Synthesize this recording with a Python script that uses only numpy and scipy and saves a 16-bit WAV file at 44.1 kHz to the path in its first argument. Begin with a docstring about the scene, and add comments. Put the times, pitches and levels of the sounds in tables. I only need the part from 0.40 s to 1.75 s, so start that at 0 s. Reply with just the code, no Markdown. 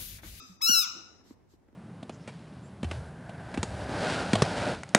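"""A dog squeaks its toy

Under a blanket in a soft bed, a dog bites a squeaky toy once: air drives a small reed, whose
pitch rises and sags with the squeeze. The hard-floored room rings on, and at first still holds
the tail of the squeak before. The dog shifts with soft bumps and rustles over a faint rumble."""
import sys
import numpy as np
from scipy import signal
from scipy.fft import rfft, irfft
from scipy.io import wavfile
from scipy.ndimage import uniform_filter1d

SR = 44100
rng = np.random.default_rng(int(sys.argv[2]) if len(sys.argv) > 2 else 0)


def master(y):
    """Save y as 16-bit WAV."""
    cut = np.clip(np.atleast_2d(y).T, -1, 1)
    pcm = np.round(cut * 32767)  # scale
    wavfile.write(sys.argv[1], SR, pcm.astype(np.int16))


N = 59535
TIME = np.arange(N) / SR


def undb(db):
    """Turn decibels into a gain."""
    return 10 ** (np.asarray(db) / 20)


def curve_at(points, hz):
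    """Look up a (f/Hz, value) curve on a log-frequency axis."""
    freqs, values = np.array(points).T
    return np.interp(np.log(np.maximum(hz, 1)), np.log(freqs), values)


def colour(x, points):
    """Shape a sound's tone with a (f/Hz, level/dB) curve."""
    size = x.shape[-1]
    gain = undb(curve_at(points, np.fft.rfftfreq(size, 1 / SR)))
    return irfft(rfft(x) * gain, size)


def noise(points, width=.55):
    """Stereo noise with the given tone and an rms of 1."""
    mid, side = colour(rng.standard_normal((2, N)), points)
    x = mid + width * side * np.array([[1], [-1]])
    return x / x.std()


def wobble(per_second):
    """A smooth random wander with a spread of 1."""
    span = max(int(SR / per_second), 1)
    x = uniform_filter1d(uniform_filter1d(rng.standard_normal(N), span), span)
    return x / x.std()


def pan(db):
    """Two gains that make the left side db louder than the right."""
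    return undb(np.array([[db], [-db]]) / 2)


# The tone of the room's rumble: f/Hz, level/dB
RUMBLE_TONE = [(20, -19), (55, 2.5), (100, -1.5), (160, -3.5), (400, -14), (1000, -19.5), (2500, -34.5),
               (6000, -35), (15000, -46.5)]


def rumble():
    """The room rumbles faintly, with a low, wavering hum."""
    hum_hz = 99.5 * (1 + .045 * wobble(8))
    hum = np.sqrt(2) * np.sin(2 * np.pi * np.cumsum(hum_hz) / SR)
    return undb(-66) * noise(RUMBLE_TONE, width=1) + undb(-71.5 + 2 * wobble(3.7)) * hum


# How loudly the bedding shifts: t/s, level/dB
BEDDING_LOUDNESS = [(0, -65.5), (.19, -70.5), (.33, -60), (.47, -65), (.58, -59.5), (.7, -61.5), (.82, -66),
                    (.95, -63), (1.1, -71), (1.2, -70), (1.35, -69.5)]
# Its muffled tone: f/Hz, level/dB
BEDDING_TONE = [(40, -15.5), (120, -10.5), (220, -1.5), (350, -0.5), (550, -10.5), (800, -10),
                (1200, -22.5), (2000, -20.5), (5000, -42), (15000, -53.5)]
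# Short rustles: start t/s, length/s, level/dB
RUSTLE_EVENTS = [(-0.019, 0.2, -62.5), (0.834, 0.12, -65.5), (1.081, 0.09, -71.5)]
# Their hissy tone: f/Hz, level/dB
RUSTLE_TONE = [(500, -18), (1500, 6.5), (2500, -1), (4000, 6.5), (5200, 5.5), (8000, 3.5), (9500, -13),
               (12000, 3), (15500, -23)]


def fabric():
    """The bedding rubs dully as the dog shifts, with a few short hisses."""
    bedding_db = np.interp(TIME, *np.array(BEDDING_LOUDNESS).T) + 1.5 * wobble(50)
    shifting = undb(bedding_db) * noise(BEDDING_TONE)
    swells = 0
    for start, length, db in RUSTLE_EVENTS:
        progress = np.clip((TIME - start) / length, 0, 1)
        swells += undb(db) * np.sin(np.pi * progress)
    return shifting + swells * noise(RUSTLE_TONE, width=1)


# Soft bumps in the bed: t/s, final pitch f/Hz, peak level/dB, rise time/s, tick level/dB
BUMP_EVENTS = [(0.014, 256.6, -54, 0.022, -92), (0.087, 186, -47, 0.0218, -80),
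               (.166, 327, -75, 0.0023, -61.5), (0.292, 213.3, -29, 0.0054, -85),
               (0.811, 308, -68, 0.0062, -56.5), (0.9071, 241.4, -39, 0.0046, -52),
               (1.136, 292, -50.5, .005, -61), (1.285, 239, -51.5, 0.0045, -56.5),
               (1.328, 254, -51, 0.0043, -62)]
# The tone of the tick that starts a bump: f/Hz, level/dB
TICK_TONE = [(200, 0), (850, 6.5), (2000, -6.5), (4000, -23.5), (12000, -38.5)]
# The tone of the cushion settling afterwards: f/Hz, level/dB
CUSHION_TONE = [(30, -26), (75, -2.5), (120, 0.5), (200, -6), (400, -29.5), (1000, -62)]


def bumps(glide_s=.0026, tick_s=.0031, settle_s=.09):
    """Jaw and toy bump the bed: a tick, a short low note, then the cushion settles."""
    tick, cushion = noise(TICK_TONE), noise(CUSHION_TONE)
    head_start_s = np.array([[.0003], [0]])  # bumps reach the left side sooner
    out = np.zeros((2, N))
    for start, hz, db, rise, tick_db in BUMP_EVENTS:
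        age = np.maximum(TIME - start + head_start_s, 0)
        cycles = hz * (age + glide_s * (1 - np.exp(-age / glide_s)))  # drops an octave to hz
        swell = (age / rise * np.exp(1 - age / rise)) ** 2.8
        out += undb(db) * swell * np.sin(2 * np.pi * cycles) * pan(-1.5)
        out += undb(tick_db) * tick * (age > 0) * np.exp(-age / tick_s)
        out += undb(db - 22) * cushion * (1 - np.exp(-age / rise)) * np.exp(-age / settle_s)
    return out


# One squeeze: t/s, reed pitch f/Hz, air and upper harmonics level/dB, lowest two harmonics level/dB
SQUEEZE_PATH = [(.206, 800, -57, -23), (.216, 1115, -17.5, -4.5), (0.222, 1289, -7, -3.5),
                (0.247, 1307, -2, -1), (0.265, 1326, -3, 1), (.282, 1395, -3, 3.5), (0.291, 1462, 2, 12),
                (0.301, 1472, -1, 9.5), (.332, 1412, 0, 6.5), (.358, 1329, -1.5, 2), (.386, 1323, 0, 0.5),
                (0.413, 1264, -3, -6.5), (.43, 1228, -7.5, -3), (.447, 1104, -17.5, -10.5),
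                (.478, 862, -39, -25.5)]
# The tone of air hissing past the reed: f/Hz, level/dB
AIR_TONE = [(500, -37.5), (2000, -37.5), (4000, -22), (5600, -2), (7000, -4), (9000, -3.5), (12000, 1),
            (15000, 1.5)]
# Resonances, the pitches that toy and bed favour: f/Hz, level/dB
TOY_RESONANCES = [(850, -34), (1100, -38.5), (1300, -38.5), (1480, -40.5), (2000, -44), (2650, -40.5),
                  (2950, -36.5), (3300, -29), (3800, -33), (4100, -26), (4400, -37.5), (4750, -36),
                  (5150, -26.5), (5800, -24), (6400, -40.5), (7300, -35), (8000, -30), (9200, -37.5),
                  (10600, -39.5), (13500, -37), (15500, -40.5)]
# How much louder a harmonic is on the left: f/Hz, left minus right level/dB
LEFT_LOUDER = [(1300, 1.5), (2600, 1.5), (2950, -5), (3750, 8), (4050, 0.5), (4400, 10), (5150, 12.5),
               (5900, 8), (6600, 6.5), (7300, 2.5), (9000, -1.5)]
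# How far its wave is ahead on the left: f/Hz, phase/rad
LEFT_AHEAD = [(1350, 4), (2600, -1.14), (2900, 1.55), (4200, 0.67), (5200, -1.5), (5850, -1.5), (6500, 0),
              (7300, 1.57), (7800, 3.5), (8800, 3), (10600, 2), (13500, 1.65), (15500, 0.36)]


def squeak(pitch_ratio=1, glide_share=1, reed_hz=1300, weak_db=-15.5):
    """Air buzzes the reed; its harmonics (multiples of its pitch) slide through the resonances."""
    times, *columns = np.array(SQUEEZE_PATH).T
    hz, db, low_db = (np.interp(TIME, times, column) for column in columns)
    hz = pitch_ratio * reed_hz * (hz / reed_hz) ** glide_share
    blowing = uniform_filter1d(1. * (TIME > times[0]) * (TIME < times[-1]), size=128)
    unsteady_hz = hz * (1 + .0024 * wobble(1000))
    phase = 2 * np.pi * np.cumsum(unsteady_hz) / SR
    dull_db = .088 * np.minimum(db - weak_db, 0)  # a weak squeeze loses its high harmonics
    sides = np.array([[.5], [-.5]])
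    out = undb(db - 48) * noise(AIR_TONE)
    for k in range(1, 13):
        drive_db = low_db if k <= 2 else db + (k - 2) * dull_db
        gain = undb(drive_db + curve_at(TOY_RESONANCES, k * hz) + sides * curve_at(LEFT_LOUDER, k * hz))
        out += np.sqrt(2) * gain * np.sin(k * phase + sides * curve_at(LEFT_AHEAD, k * hz))
    return out * blowing


# The tone of the room's echo: f/Hz, level/dB
ECHO_TONE = [(100, -8.5), (300, -13), (800, -2.5), (1400, -3.5), (2700, -4.5), (4000, -12.5), (5400, -12.5),
             (6600, -5.5), (8200, -23.5), (11000, -21), (15000, -13.5)]
# How long the echo lasts: f/Hz, time to fade by 60 dB/s
ECHO_FADE = [(100, .35), (500, 0.87), (1400, 0.69), (3000, 0.66), (5500, 0.62), (7800, .62), (10000, 0.13),
             (16000, 0.4)]


def room(x, delay_s=.0034):
    """The room adds a wash of echo that dies sooner in the bass and the top treble."""
    t, hz = np.arange(SR) / SR, np.fft.rfftfreq(SR, 1 / SR)
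    white = rfft(rng.standard_normal((2, SR)))
    edges = np.geomspace(40, 20000, 48)
    echo = np.zeros((2, SR))
    for low, high in zip(edges, edges[1:]):
        centre = np.sqrt(low * high)
        band = irfft(white * (hz >= low) * (hz < high), SR)
        rate = np.log(1000) / curve_at(ECHO_FADE, centre)
        fade = np.exp(-rate * t) * np.sqrt(2 * rate / SR)  # same energy, long or short
        lean_left = pan(6.5 if 3500 < centre < 7000 else 0)
        echo += lean_left * band * fade
    fade_in = np.clip(t / delay_s - 1, 0, 1)
    echo = colour(echo, ECHO_TONE) * fade_in * (t < .9)
    return x + signal.fftconvolve(x[:1], echo, axes=1)[:, :x.shape[1]]


def scene():
    """Two squeaks, the first heard only as an echo, and the dog moving in its bed."""
    lead_in = SR  # one unheard second in which the room starts ringing
    earlier = lead_in - int(.57 * SR)
    direct = np.pad(squeak() + bumps(), ((0, 0), (lead_in, 0)))
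    direct[:, earlier:earlier + N] += undb(-3) * squeak(pitch_ratio=.955, glide_share=.55)
    return room(direct)[:, lead_in:] + fabric() + rumble()


def record(dry, top_hz=16100):
    """Cut away the very highest treble."""
    return signal.sosfilt(signal.ellip(10, .2, 80, top_hz, fs=SR, output="sos"), dry)


dry = scene()
out = record(dry)
master(out)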